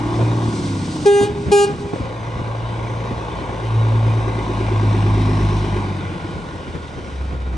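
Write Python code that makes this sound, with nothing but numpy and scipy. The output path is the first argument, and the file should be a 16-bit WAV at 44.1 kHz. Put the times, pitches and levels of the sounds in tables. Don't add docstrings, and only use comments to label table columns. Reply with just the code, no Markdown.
import sys
import numpy as np
from scipy import signal
from scipy.fft import rfft, irfft
from scipy.io import wavfile
from scipy.ndimage import uniform_filter1d

SR = 44100
rng = np.random.default_rng(int(sys.argv[2]) if len(sys.argv) > 2 else 0)


def generate_wav(signal):
    frames = np.transpose(np.atleast_2d(signal))
    scaled = np.clip(frames, -1, 1) * 32767
    pcm = np.round(scaled).astype(np.int16)
    wavfile.write(sys.argv[1], SR, pcm)


N = 333837
T = np.arange(N) / SR
HZ = np.fft.rfftfreq(N, 1 / SR)


# silencer_db, block_db (block_db is scaled down for the lighter parts)
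CYLINDERS = [(-1, 4.2), (-1.5, 1.8), (-1, 4.2), (-4, 2.5), (-2.5, 4.5), (-2.5, 2)]
# freq_hz, level_db
THROB = [(70, -29.5), (125, 6.5), (148, -2.5), (178, 5), (215, -12.5), (250, -4), (330, 4.5), (400, -6),
         (460, -10.5), (560, -19), (900, -45)]
# freq_hz, level_db
BLOCK = [(250, -35.5), (420, -13), (520, -7), (630, 0.5), (780, 3.5), (950, 6), (1100, 5), (1280, -11),
         (1600, -9), (2500, -54.5)]
# freq_hz, level_db
CLATTER = [(600, -10), (1250, -24), (1480, 5), (1720, -2), (1980, 6), (2150, 5.5), (2350, 7), (2680, -0.5),
           (2950, 3.5), (3230, -1), (3720, 2.5), (4050, -3), (4400, -8), (6200, -8.5), (7400, -21),
           (8200, -13), (9200, -19), (11000, -35.5)]
# freq_hz, level_db
BAY = [(1600, -25), (2350, 1.5), (2700, -14.5), (3600, -15), (4080, 2), (4450, -15.5), (5100, -7),
       (5500, 1.5), (6100, -10), (6800, -28), (10000, -15.5)]
# freq_hz, level_db
GRILLE = [(300, -30.5), (430, 2.5), (500, 12), (570, 5), (680, -21.5), (900, -40)]
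# freq_hz, level_db
GEARS = [(1100, -50.5), (1350, 1), (1460, 8), (1580, -13), (1800, -32.5)]


def engine(firings):
    silencer_db, knock_db = np.transpose(CYLINDERS)
    throb = blows(firings, silencer_db, decay=0.004, between=.45, alike=0.5, own=1.4)
    throb = coloured(throb, THROB, band=(135, 380))
    block = blows(firings, knock_db, decay=0.0028, between=1.4, alike=0.4, own=0.8)
    block = coloured(block, BLOCK, band=(860, 1160))
    ticks = blows(firings, .3 * knock_db, decay=0.0016, between=3.0, alike=0.15, own=0.6)
    clatter = coloured(ticks, CLATTER, band=(2000, 4000)) * loudness("injectors")
    bay = blows(firings, .5 * knock_db, decay=0.0045, between=2.1, alike=0.32, own=0.94)
    clatter += coloured(bay, BAY) * loudness("bay")
    grille = blows(firings, 0.28 * knock_db, decay=0.0075, between=1.8, alike=0.54, own=0.98)
    grille = coloured(grille, GRILLE)
    gears = coloured(rng.standard_normal((2, N)), GEARS)

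    sound = throb * loudness("throb") + block * loudness("block")
    sound += patchy(clatter, depth_db=2.2, patch_hz=170, patch_s=.16)
    sound += grille * loudness("grille") + gears * loudness("gears")
    sound[0] += drone(firings) * loudness("drone") + chug(firings)
    return sound + exhaust(firings)


# time_s, firings_per_s
SPEED = [(0.0, 56.3), (0.42, 57.86), (0.8, 49.14), (1.0, 45.62), (1.3, 36.67), (1.7, 36.29), (1.97, 56.3),
         (2.6, 56.97), (3.35, 57.52), (3.7, 55.89), (4.3, 55.34), (5.05, 52.04), (5.8, 50.5), (6.0, 47.24),
         (6.35, 45.6), (7.2, 33.26), (7.57, 31.04)]
STRONG_FIRING_S = 4.947


def crank():
    firings = np.cumsum(curves(SPEED)[0] * (1 + .0015 * wander(8))) / SR
    return firings - np.interp(STRONG_FIRING_S, T, firings)


def blows(firings, strength_db, decay, between, alike, own):
    count = np.floor(firings).astype(int)
    cylinder = count % len(strength_db)
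    new_firing = np.diff(count, prepend=count[0]) != 0
    first = np.maximum.accumulate(np.arange(N) * new_firing)
    age = np.arange(N) - first
    rings = rng.standard_normal((len(strength_db) + 1, SR))
    burst = alike * rings[-1, age] + own * rings[cylinder, age] + rng.standard_normal((2, N))
    force = amp(strength_db[cylinder] + .5 * rng.standard_normal(N)[first])
    swell = age / SR / decay
    return burst * force * (between + swell * np.exp(1 - swell))


# time_s, level_db
BOOM = [(0.09, -27.2), (0.23, -16.0), (0.52, -23.3), (0.61, -33.5), (0.72, -23.6), (0.95, -37.8),
        (1.9, -37.5), (2.45, -26.4), (3.0, -26.9), (3.5, -38.8), (3.76, -15.7), (4.07, -16.1),
        (4.45, -26.4), (4.85, -16.6), (5.2, -16.6), (5.9, -25.3), (6.25, -37.1), (6.8, -40.3),
        (7.13, -33.5), (7.18, -25.2), (7.57, -23.0)]


def exhaust(firings):
    turn = 2 * np.pi * firings
    low = loudness("tailpipe") * amp(2.0 * wander(17)) * np.exp(1j * turn)
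    high = amp(curves(BOOM)[0] + 0.2 + 1.1 * wander(21)) * np.exp(2j * turn)
    boom = np.sqrt(2) * (low + high)
    return np.array([boom.imag, boom.real * 0.06 * wander(3)])


# vibrations_per_cycle (six firings), low_gear_db, high_gear_db (at the beam's peak),
# beam_s (when the beam crosses the microphone)
DRONE = [(16, -11, -15, 5), (18, -4, 0, 5.5), (20, -8, -10, 5), (22, -4, 1.5, 4.8), (24, -3, 0, 5.6),
         (26, -16, 2, 4), (27, -25, -4, 4.7), (28, -6, -14, 5.5), (30, -10, -3, 5.2), (32, -.5, -6, 4.4),
         (33, -20, -11, 5.5), (36, -2.5, -9, 5.6), (37, -22, -10, 4.7), (38, -20, -8, 5.45),
         (40, -3.5, -3, 4), (42, -9, -14, 5.7), (44, -18, -10, 5.6), (52, -5, -14, 3), (60, -5, -8, 3)]
# freq_hz, level_db
SILENCER = [(105, 1), (125, 0.5), (150, 3.5), (170, 1), (192, -3), (225, -3), (243, -3), (262, 2), (290, 0),
            (340, 5), (400, -3.5), (450, -10)]
BEAM_DB, BEAM_S = 12, .65


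def drone(firings, fading_db=2.5):
    cycle_hz = curves(SPEED)[0] / 6
    low_gear = gate(-1, SHIFT_S, SHIFT_FADE_S)
    sound = np.zeros(N)
    for k, low_db, high_db, beam_s in DRONE:
        passing_db = high_db - BEAM_DB * (1 - np.exp(-((T - beam_s) / BEAM_S) ** 2))
        gear_db = passing_db + (low_db - passing_db) * low_gear
        db = gear_db + read(SILENCER, k * cycle_hz) + fading_db * wander(3.4)
        turn = 2 * np.pi * (k * firings / 6 + rng.random())
        sound += amp(db) * np.sqrt(2) * np.sin(turn)
    return sound


GULP_DB = [0, -6, -17]
GULP_HZ, GULP_S = 365, .0062


def chug(firings):
    sound = np.zeros(N)
    for place, db in enumerate(GULP_DB):
        t = ((firings - place + 3) % 6 - 3) / curves(SPEED)[0]
        pulse = np.exp(-(t / GULP_S) ** 2)
        sound += amp(db) * pulse * np.cos(2 * np.pi * GULP_HZ * t + .3 * wander(47))
    return sound * loudness("intake") * amp(1.3 * wander(13))


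def patchy(x, depth_db, patch_hz, patch_s):
    hz, t, z = signal.stft(x, SR, nperseg=1024)
    bins = max(1, round(patch_hz / hz[1]))
    frames = max(1, round(patch_s / t[1]))
    field = uniform_filter1d(rng.standard_normal(z.shape[1:]), bins, axis=0)
    field = uniform_filter1d(field, frames, axis=1)
    return signal.istft(z * amp(depth_db * evened(field)), SR, nperseg=1024)[1][:, :N]


PARTS = {"tailpipe": (-25.5, 1, -5.5, -17.5, 5, -2), "throb": (-32, 1.0, 13, 1, 10, 1),
         "drone": (-28.5, 1.64, 15, 3, 20.5, -0.5), "intake": (-15, 2.3, 7.5, -9, 5, 9),
         "block": (-32, 0.68, 10, -5, 7, 1.5), "injectors": (-39.5, 0.5344, 2.5, -3, 5, 0.5),
         "bay": (-46.5, 4, 6.5, -11, -4, -23.5), "grille": (-45.5, 0.7, 18, 3, -4.5, 15.5),
         "gears": (-53, .5, 10, 9, -1, 2.5), "turbo": (-53, 2, 6, -5, 28, 8.5)}
# start_s, end_s
PULLS = [(-.3, 0.49), (1.9, 5.86)]
# start_s, end_s, level_db
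CLUTCH = (1.74, 1.95, -5)
CLOSEST_S, CLOSEST_M, DRIVE_M_PER_S = 5.364, 4.84, 5.58
PEDAL_S = 0.079
SHIFT_S, SHIFT_FADE_S = 1.9, 0.052


def loudness(part):
    db, spreading, speed_db, coasting_db, low_gear_db, end_on_db = PARTS[part]
    along = DRIVE_M_PER_S * (T - CLOSEST_S)
    distance = np.hypot(along, CLOSEST_M)
    doublings = np.log2(curves(SPEED)[0] / 55)
    coasting = 1 - sum(gate(start, end, PEDAL_S) for start, end in PULLS)
    low_gear = gate(-1, SHIFT_S, SHIFT_FADE_S)
    slack_db = CLUTCH[2] * gate(CLUTCH[0], CLUTCH[1], .025)
    effort_db = speed_db * doublings + coasting_db * coasting + low_gear_db * low_gear + slack_db
    angle_db = end_on_db * (along / distance) ** 2
    return amp(db + effort_db + angle_db) * (CLOSEST_M / distance) ** spreading


# start_s, length_s, level_db, fundamental_sag_db_per_s, release_s (fundamental)
TOOTS = [(1.053, .184, -1.5, 72, 0.032), (1.513, 0.134, -1, 52, 0.014)]
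# multiple, level_db
PARTIALS = [
    [(1, 0), (2, -14), (3, -31), (4, -24), (5, -33), (6, -29), (7, -29.5), (8, -33), (9, -31.5), (10, -42),
     (11, -38.5), (12, -41), (13, -45), (14, -47), (15, -34), (16, -43), (17, -35.5), (18, -36),
     (19, -43.5), (20, -39), (21, -36), (22, -38), (23, -43.5), (24, -45), (25, -44)],
    [(1, -2), (2, -12), (3, -25), (4, -22.5), (5, -42.5), (6, -24), (7, -25), (8, -31.5), (9, -34.5),
     (10, -36), (11, -32.5), (12, -35.5), (13, -32.5), (14, -39), (15, -36), (16, -36), (17, -29),
     (18, -28), (19, -35), (20, -36), (21, -37), (22, -40), (23, -37.5), (24, -36.5), (25, -36)],
]


def horn():
    direct = sum(toot(row, partials) for row, partials in zip(TOOTS, PARTIALS))
    return direct * np.array([[1], [.25]]) + yard_echo(direct, t60=0.44, wet_db=-19)


HORN_HZ, TOOT_RISE_S = 405.9, .012
SWAY_DB, UPPER_SAG_DB_PER_S = 3.2, 18
BITE_DB, BITE_S = 5.5, .02
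BUZZ, BUZZ_HZ = .2, 130


def toot(row, partials):
    start, length, db, sag, release = row
    span = (T >= start) & (T < start + .5)
    t = T[span] - start
    after = np.maximum(t - length, 0)
    sharp_start = .022 * np.exp(-t / .012)
    sharp_end = .025 * (1 - np.exp(-after / .014))
    hz = HORN_HZ * (1 + sharp_start + sharp_end + .0013 * wander(60)[span])
    turn = 2 * np.pi * np.cumsum(hz) / SR
    k, partial_db = np.transpose(partials)[:, :, None]
    pace, offset, phase = rng.random((3, *k.shape))
    sway = np.sin(2 * np.pi * ((4 + 9 * pace) * t + offset))
    bite_db = BITE_DB * np.exp(-t / BITE_S)
    upper_db = (1 - 1 / k) * (SWAY_DB * sway + bite_db - UPPER_SAG_DB_PER_S * (t - .08))
    shape = amp(partial_db + upper_db - sag * (t - .08) / k)
    shape *= np.exp(-after * k ** 0.21 / release)
    chatter = rng.standard_normal((2, len(k), len(t)))
    chatter = signal.lfilter(*signal.butter(2, BUZZ_HZ, fs=SR), chatter)
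    depth = BUZZ * (1 - 1 / k) ** 2 * (1 + 2 * (1 - np.exp(-after / .01)))
    rough = 1 + depth * (evened(chatter[0]) + 1j * evened(chatter[1])) / np.sqrt(2)
    spin = np.exp(1j * (k * turn + 2 * np.pi * phase * (k > 2)))
    tone = np.sqrt(2) * (shape * rough * spin).real.sum(0)
    rasp = coloured(rng.standard_normal(N), AIR)[span] * (1 + np.cos(turn))
    rasp *= amp(-14) * np.exp(-t / 0.016) + amp(-37) * np.exp(-((t - length) / 0.04) ** 2)
    sound = np.zeros(N)
    sound[span] = amp(db) * (tone + rasp) * (1 - np.exp(-(t / TOOT_RISE_S) ** 2))
    return sound


# delay_s, level_db, dull_above_hz
ECHOES = [(.033, -20, 5000), (.072, -18, 2600), (.15, -30, 1800), (.29, -29, 1200)]


def yard_echo(x, t60, wet_db):
    t = T[:SR]
    sparse = rng.random((2, SR)) < .05
    tail = rng.standard_normal((2, SR)) * sparse * amp(-60 * t / t60) * (t > .012)
    tail *= amp(wet_db) / np.linalg.norm(tail[0])
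    tail = signal.lfilter(*signal.butter(2, [300, 3400], "band", fs=SR), tail)
    for delay, db, dull_hz in ECHOES:
        slap = signal.unit_impulse(SR, int(delay * SR))
        tail[0] += amp(db) * signal.lfilter(*signal.butter(2, dull_hz, fs=SR), slap)
    return signal.fftconvolve(x[None], tail, axes=1)[:, :N]


# freq_hz, level_db
AIR = [(1200, -29), (2800, 2.5), (4000, 6.5), (6200, 4.5), (7400, -2), (8400, 4), (9500, -7), (11000, -12)]
# start_s, end_s, level_db, edge_s
VENTS = [(0.448, 0.787, -39.5, 0.12), (0.838, 1.154, -41.5, 0.057), (1.397, 2.035, -51, 0.028),
         (6.25, 7.315, -57.5, 0.078)]


def air():
    venting = sum(amp(db) * gate(start, end, edge) for start, end, db, edge in VENTS)
    hiss = coloured(rng.standard_normal((2, N)), AIR)
    return hiss * np.hypot(loudness("turbo"), venting) * amp(1.1 * wander(19))


# start_s, level_db, pitch_hz (near the band's top), decay_s
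KNOCKS = [(0.189, -20, 403, 0.066), (1.208, -10, 256, 0.02), (1.463, -18.5, 234, 0.073),
          (1.697, -21.5, 295, 0.019), (1.933, -15, 417, 0.0067), (1.958, -19, 390, 0.0044),
          (1.998, -18, 192, 0.023), (2.36, -20.5, 111, 0.014), (2.414, -16.5, 123, 0.0093),
          (3.109, -23.5, 179, 0.045), (6.361, -21.5, 123, 0.025)]


def chassis():
    sound, t = np.zeros((2, N)), T[:SR // 4]
    for s, db, hz, decay in KNOCKS:
        band = signal.butter(2, [hz / 3, hz * 1.18], "band", fs=SR, output="sos")
        thud = signal.sosfilt(band, rng.standard_normal((2, len(t))))
        thud *= np.exp(-t / decay) * (1 - np.exp(-t / 0.0008))
        thud *= np.sqrt(decay * SR / 2) / np.linalg.norm(thud[0])
        at = int(s * SR)
        sound[:, at:at + len(t)] += amp(db) * thud
    return sound


# freq_hz, level_db
YARD = [(20, -18.5), (45, -1.5), (80, 8.5), (160, 3), (400, -2.5), (550, -6.5), (700, -11), (1100, -15),
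        (2500, -26.5), (9000, -46)]


def rumble():
    return coloured(rng.standard_normal((2, N)), YARD) * amp(-33.0 + 2.5 * wander(27))


# freq_hz, left_lead_rad
PORT_PHASE = [(300, 0), (560, 1.1), (780, .1), (1000, .4), (1300, 2.6), (1650, 2.4), (1900, 0), (2300, 0),
              (2600, .7), (2850, .1), (3400, .45), (4400, .6), (5300, .25), (6750, .4), (7350, 2.8),
              (7700, 3.6), (7950, 5.7), (8600, 6.1), (9450, 5.7), (9900, 3.6)]
# freq_hz, likeness (0 to 1)
PORT_LIKENESS = [(100, 0.79), (200, 0.84), (380, 0.94), (560, 0.95), (680, 0.36), (900, 0.96), (1200, 0.75),
                 (1450, 0.66), (2200, 0.8), (2750, 0.55), (4000, 0.87), (4800, 0.47), (5700, 0.98),
                 (7000, 0.39), (7800, 0.44), (8400, 1)]
# freq_hz, left_minus_right_db
PORT_BALANCE = [(200, 0), (420, -1), (530, 1), (670, 3.5), (870, -0.5), (1100, -1), (1400, -3.5), (1800, 0),
                (3200, -2), (5000, 1), (7600, 0), (8500, -0.5)]


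def ports(sound):
    common, scattered = rfft(sound)
    like, phase = np.clip(read(PORT_LIKENESS), 0, .999), read(PORT_PHASE)
    side = np.array([[1], [-1]])
    z = np.sqrt(1 + like) * common + side * np.sqrt(1 - like) * scattered
    z *= np.exp(.5j * side * phase) * amp(side * read(PORT_BALANCE) / 2)
    opposed = np.minimum(like, .55) * np.minimum(np.cos(phase), 0)
    agreeing = like * np.maximum(np.cos(phase), 0)
    return irfft(z / np.sqrt(1 + opposed + agreeing), N)


def amp(db):
    return 10 ** (np.asarray(db) / 20)


def evened(x):
    return x / np.sqrt(np.mean(x ** 2) + 1e-20)


def read(points, hz=HZ):
    f, value = np.transpose(points)
    return np.interp(np.log(hz + 1), np.log(f), value)


def curves(rows):
    s, *columns = np.transpose(rows)
    return [np.interp(T, s, c) for c in columns]


def wander(rate_hz):
    return evened(irfft(rfft(rng.standard_normal(N)) / (1 + (HZ / rate_hz) ** 4), N))


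def coloured(x, colour, band=(20, 11000)):
    z = rfft(x) * amp(read(colour))
    inside = irfft(z * ((HZ > band[0]) & (HZ < band[1])), N)
    return irfft(z, N) / inside.std()


def gate(start, end, edge):
    return (np.tanh((T - start) / edge) - np.tanh((T - end) / edge)) / 2


def scene():
    return ports(engine(crank()) + air() + horn() + chassis() + rumble())


EDGE_HZ = 10500


def record(dry):
    power = uniform_filter1d((dry ** 2).mean(0), size=500)
    power_db = 10 * np.log10(abs(power) + 1e-12)
    fall = T * 150
    peak_db = np.maximum.accumulate(power_db + fall) - fall
    over_db = np.maximum(peak_db + 12.5, 0)
    settled_db = signal.lfilter(*signal.butter(1, 4, fs=SR), over_db)
    ducked = dry * amp(-.55 * uniform_filter1d(over_db, size=300) - .28 * settled_db)
    held = ducked / (1 + ducked ** 8) ** (1 / 8)
    band_limit = signal.firwin(401, EDGE_HZ, window=("kaiser", 9), fs=SR)
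    return signal.oaconvolve(held, band_limit[None], "same")


dry = scene()
out = record(dry)
generate_wav(out)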